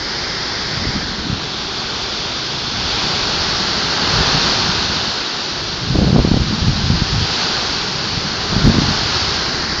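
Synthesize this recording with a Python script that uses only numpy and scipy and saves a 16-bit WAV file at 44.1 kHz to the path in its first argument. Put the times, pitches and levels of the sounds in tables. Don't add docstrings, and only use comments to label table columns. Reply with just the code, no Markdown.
import sys
import numpy as np
from scipy import signal
from scipy.io import wavfile
from scipy.ndimage import uniform_filter1d

SR = 44100
rng = np.random.default_rng(int(sys.argv[2]) if len(sys.argv) > 2 else 0)


def file_out(sig):
    cols = np.atleast_2d(sig).T
    lim = np.clip(cols, -1, 1)
    pcm = np.round(lim * 32767).astype(np.int16)
    wavfile.write(sys.argv[1], SR, pcm)


def rack_gain(trim_db):
    fader = np.asarray(trim_db, float)
    return 10 ** (fader / 20)


N = 432180

# start_s, dip_hz, crest_hz, shoulder_db, low_rush_db
AIM = [(0.0, 2670, 4720, 1, 0), (0.9, 2790, 4680, 2, -.5), (1.25, 2300, 4230, 2, 0.5),
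       (1.6, 1920, 4480, 4.5, .5), (2.1, 1950, 4600, 3.5, -1), (2.6, 1950, 4550, 4.5, -1.5),
       (3.1, 1950, 4570, 2.5, -0.5), (3.6, 2280, 4500, -0.5, -.5), (4.1, 2130, 4470, 0.5, 1),
       (4.6, 2130, 4500, 0, -.5), (5.3, 2190, 4450, 1, -1), (6.2, 2130, 4430, 0.0, .5),
       (7.0, 2200, 4550, 0.5, -1), (8.2, 2200, 4560, 0, -.5), (8.6, 2230, 4500, 0.0, 1.5),
       (9.2, 2200, 4600, 0, -1), (9.6, 2540, 4400, -3.5, 0.5), (9.8, 2660, 4640, -3, 0.0)]


def read(points, hz):
    point_hz, value = np.transpose(points)
    return np.interp(np.log(hz + 1), np.log(point_hz + 1), value)


def evened(x):
    return x / np.sqrt(np.mean(x ** 2) + 1e-20)


def columns(table, t):
    s, *values = np.transpose(table)
    return [np.interp(t, s, v) for v in values]


def add(mix, start, sound):
    part = mix[start:][:len(sound)]
    part += sound[:len(part)]


def grid(size):
    return np.arange(N // (size // 4) + 5) * (size // 4) / SR, np.fft.rfftfreq(size, 1 / SR)[:, None]


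def noise(colour_db, band_hz, patchy_db, size):
    t, hz = grid(size)
    real, imaginary, patches = rng.standard_normal((len(t), len(hz), 3)).T
    patches = uniform_filter1d(patches, size=7, axis=0)
    patches = evened(uniform_filter1d(patches, size=15, axis=1))
    gain = rack_gain(colour_db) * np.ones(real.shape)
    inside = (hz > band_hz[0]) & (hz < band_hz[1])
    gain /= np.sqrt((gain ** 2 * inside).sum(0))
    spectra = (real + 1j * imaginary) * gain * rack_gain(patchy_db * patches)
    x = signal.istft(spectra, nperseg=size, noverlap=size * 3 // 4)[1]
    return x[:N] / np.sqrt(8 / 3 * .75)


def lumps(x, hz, depth_db):
    power = uniform_filter1d(uniform_filter1d(x ** 2, size=2600), size=2600)
    steady = x / np.sqrt(np.maximum(power, 1e-6))
    lowpass = signal.butter(4, hz, fs=SR, output="sos")
    quick = signal.sosfilt(lowpass, rng.standard_normal(N))
    return evened(steady * rack_gain(depth_db * evened(quick)))


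def gusting():
    # start_s, hiss_db
    gusts = [(0.0, -25.5), (0.22, -23.5), (0.93, -24), (1.25, -26.5), (1.96, -23.5), (2.65, -23.5),
             (3.0, -20), (3.9, -20), (4.2, -17.5), (4.5, -17.5), (5.3, -23), (6.1, -26), (7.2, -22),
             (7.4, -19), (7.92, -22.5), (8.38, -23), (9.17, -19), (9.8, -23)]
    return rack_gain(columns(gusts, np.arange(N) / SR)[0] + 4.5)


def low_rush():
    return rack_gain(columns(AIM, np.arange(N) / SR)[-1])


def far_roar():
    # pitch_hz, density_db (dB per Hz)
    roar_colour = [(50, -62), (120, -24.5), (200, -3), (280, -5.5), (380, -1), (470, -6.5), (600, -11.5),
                   (800, -33.5), (1200, -60), (3000, -140)]
    under_hiss_db, follows = -18, 0.71
    hz = grid(size=2048)[1]
    roar = noise(read(roar_colour, hz), (250, 500), patchy_db=1.0, size=2048)
    roar = lumps(roar, hz=60, depth_db=0.76)
    return rack_gain(under_hiss_db) * gusting() ** follows * low_rush() * roar


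def leaves():
    # pitch_hz, density_db (dB per Hz)
    hiss_colour = [(500, -58), (1200, -23), (2000, -10.5), (3500, -8), (5500, -10), (6200, -16),
                   (6900, -24.5), (7350, -31), (7600, -38), (7800, -50.5), (8200, -61), (8500, -47.5),
                   (9000, -61.5), (9500, -130)]
    body_colour = [(150, -54.5), (350, -30.5), (600, -6.5), (800, -1.5), (950, -2.5), (1250, -2.5),
                   (1550, -1.5), (1800, -6), (2200, -8), (3000, -26), (4500, -54), (6500, -140)]
    body_under_db, body_follows = -3.5, 1.095
    t, hz = grid(size=512)
    dip_hz, crest_hz, shoulder_db, _ = columns(AIM, t)
    dip = -3.5 * np.exp(-((hz - dip_hz) / 380) ** 2)
    turned = np.clip((dip_hz - 2300) / 350, 0, 1)
    crest = (5.86 + 1.5 * turned) * np.exp(-((hz - crest_hz - 150 * turned) / 720) ** 2)
    shoulder = shoulder_db * np.exp(-((hz - 3450) / 330) ** 2)
    cavity = 0.95 * np.exp(-((hz - 4330) / 160) ** 2)
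    ledge = 3.7 * turned * np.exp(-((hz - 0.69 * dip_hz) / 300) ** 2)
    ragged = np.repeat(rng.standard_normal(len(t) // 22 + 1), 22)[:len(t)]
    gap = -60. * (abs(hz - 8000) < 490 + 100 * ragged)
    hiss_db = read(hiss_colour, hz) + dip + crest + shoulder + cavity + ledge + gap
    hiss = noise(hiss_db, (3000, 6000), patchy_db=0.43, size=512)
    body_db = read(body_colour, hz) + dip + ledge
    body = noise(body_db, (650, 1700), patchy_db=0.22, size=512)
    return gusting() * hiss + rack_gain(body_under_db) * gusting() ** body_follows * low_rush() * body


def port_rumble():
    # start_s, rumble_db
    stream = [(0.5, -36.5), (0.75, -31.5), (1.32, -31), (1.6, -37), (2.45, -36.5), (2.85, -29.5),
              (3.95, -32.5), (4.2, -27), (4.95, -30), (5.25, -42), (5.76, -31.5), (5.95, -24.5), (7.0, -26),
              (7.4, -34), (8.43, -31.5), (8.6, -22), (9.0, -29), (9.8, -32)]
    # pitch_hz, density_db (dB per Hz)
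    rumble_colour = [(12, -42), (25, -25.5), (50, 1), (90, -2.5), (150, -1.5), (220, -7.5), (320, -17),
                     (500, -56), (1500, -140)]
    break_up_db = -21
    hz = grid(size=2048)[1]
    rumble = noise(read(rumble_colour, hz), (30, 200), patchy_db=3.0, size=2048)
    rumble = lumps(rumble, hz=41.0, depth_db=2.0)
    rumble_db = np.minimum(columns(stream, np.arange(N) / SR)[0] + 2.76, break_up_db)
    return rack_gain(rumble_db) * rumble


def strikes():
    # start_s, peak_db, pitch_hz, length_ms
    slaps = [(0.855, -10.5, 235, 5.4), (1.329, -12, 160, 6), (4.207, -6, 150, 5.4), (5.956, -5, 217, 15),
             (5.989, 1.5, 140, 7.3), (6.019, -3, 180, 14), (6.105, -6, 202, 4.3), (6.131, 0, 179, 6.7),
             (6.163, 2.5, 190, 7.5), (6.191, 5.5, 140, 15), (6.25, 3, 159, 6.1), (6.276, -4.5, 192, 3.7),
             (6.317, 4.5, 114, 7.5), (6.343, 3, 166, 6.9), (6.371, -5, 180, 12), (6.511, -4, 166, 5.3),
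             (6.683, -3.5, 110, 13), (6.904, 1, 141, 6), (7.021, -1.5, 181, 6.3), (7.216, -8.5, 140, 5.8),
             (8.177, -10.5, 122, 12), (8.565, 0.0, 180, 5.2), (8.581, -8, 139, 10), (8.651, 2, 140, 17),
             (8.674, 1.5, 196, 14), (8.692, -3.5, 149.4, 33), (8.701, 2, 150, 5.6), (8.768, -4, 162, 6.1),
             (8.785, 0, 227, 7.6), (8.82, -6.5, 236, 9.1)]
    # start_s, length_s, peak_db, pitch_hz
    flurries = [(0.776, .01, -13, 150), (0.873, .025, -12, 150), (0.956, .03, -14.5, 161),
                (1.258, .015, -11, 150), (1.3, .05, -12.5, 120), (4.14, .055, -12, 145),
                (4.33, .03, -13.5, 152), (4.692, .01, -12, 140), (5.906, .045, -7.5, 157),
                (5.968, .05, -7.5, 180), (6.033, .065, -5.5, 184), (6.148, .035, -5, 188),
                (6.2, .02, -14, 170), (6.288, .01, -11, 169), (6.405, .025, -9.5, 130),
                (6.484, .06, -14, 134), (6.62, .12, -9.5, 100), (6.792, .1, -13, 126),
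                (6.917, .04, -8.5, 130), (7.129, .125, -11.5, 119), (8.53, .03, -16, 170),
                (8.6, .03, -18, 172), (8.742, .01, -9, 190), (8.836, .03, -11, 110), (8.873, .04, -8, 170)]
    gap_s, gap_spread, eddy_ms = .016, .25, 10.2
    size_spread_db, pitch_spread = 2, .15
    rows = [(*slap, row) for slap, row in zip(slaps, rng.standard_normal((len(slaps), 44)))]
    chances = rng.standard_normal((len(flurries), 12, 48))
    for (start, length, db, hz), draws in zip(flurries, chances):
        gaps = gap_s * np.exp(gap_spread * draws[:, 44])
        for s, row in zip(np.cumsum(gaps) - gaps[0], draws):
            if s <= length:
                eddy_db = db + size_spread_db * row[45]
                eddy_hz = hz * np.exp(pitch_spread * row[46])
                rows.append((start + s, eddy_db, eddy_hz, eddy_ms * np.exp(0.38 * row[47]), row[:44]))
    return rows


def eddies():
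    head_on_start_s, head_on_end_s = 5.93, 6.44
    out, t = np.zeros(N), np.arange(-2000, 2000) / SR
    for s, db, hz, ms, row in strikes():
        steep = .06 + .012 * max(db + 11.5, 0) * (150 / hz) ** 2
        steep += .17 * (head_on_start_s < s < head_on_end_s)
        wander = np.exp(0.33 * np.interp(t, np.linspace(t[0], t[-1], 40), row[4:]))
        angle = 2 * np.pi * np.cumsum(hz * 1.029 * wander) / SR
        angle += 0.38 * row[0] - angle[len(t) // 2]
        bent = angle + np.clip(steep, 0, 1) * 2.88 * (np.sin(angle) + 0.18 * np.sin(2 * angle))
        envelope = np.exp(-np.log(2) * abs(t / (ms / 2000)) ** 1.93)
        swings = np.sign(row[1]) * envelope * np.sin(bent)
        heave_hz = hz * .45 * np.exp(0.38 * row[2])
        heave = np.sin(2 * np.pi * (heave_hz * t + row[3])) * np.exp(-(t / (ms / 1300)) ** 2)
        add(out, round(s * SR) - 2000, rack_gain(db - 3.5) * (swings + rack_gain(-6.5) * heave))
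    diaphragm = signal.butter(2, (35, 1100), "bandpass", fs=SR, output="sos")
    return signal.sosfilt(diaphragm, out)


def scene():
    return (far_roar() + leaves() + port_rumble() + eddies())[None]


def band_limit(x):
    return signal.sosfilt(signal.butter(12, 15830, fs=SR, output="sos"), x)


def record(dry):
    clip = .708
    excess = dry - np.clip(dry, -.992 * clip, .992 * clip)
    lowpass = signal.firwin(255, 7300, fs=SR)[None]
    narrow = dry - signal.oaconvolve(excess, lowpass, "same")
    return band_limit(np.clip(narrow, -clip, clip))


dry = scene()
out = record(dry)
file_out(out)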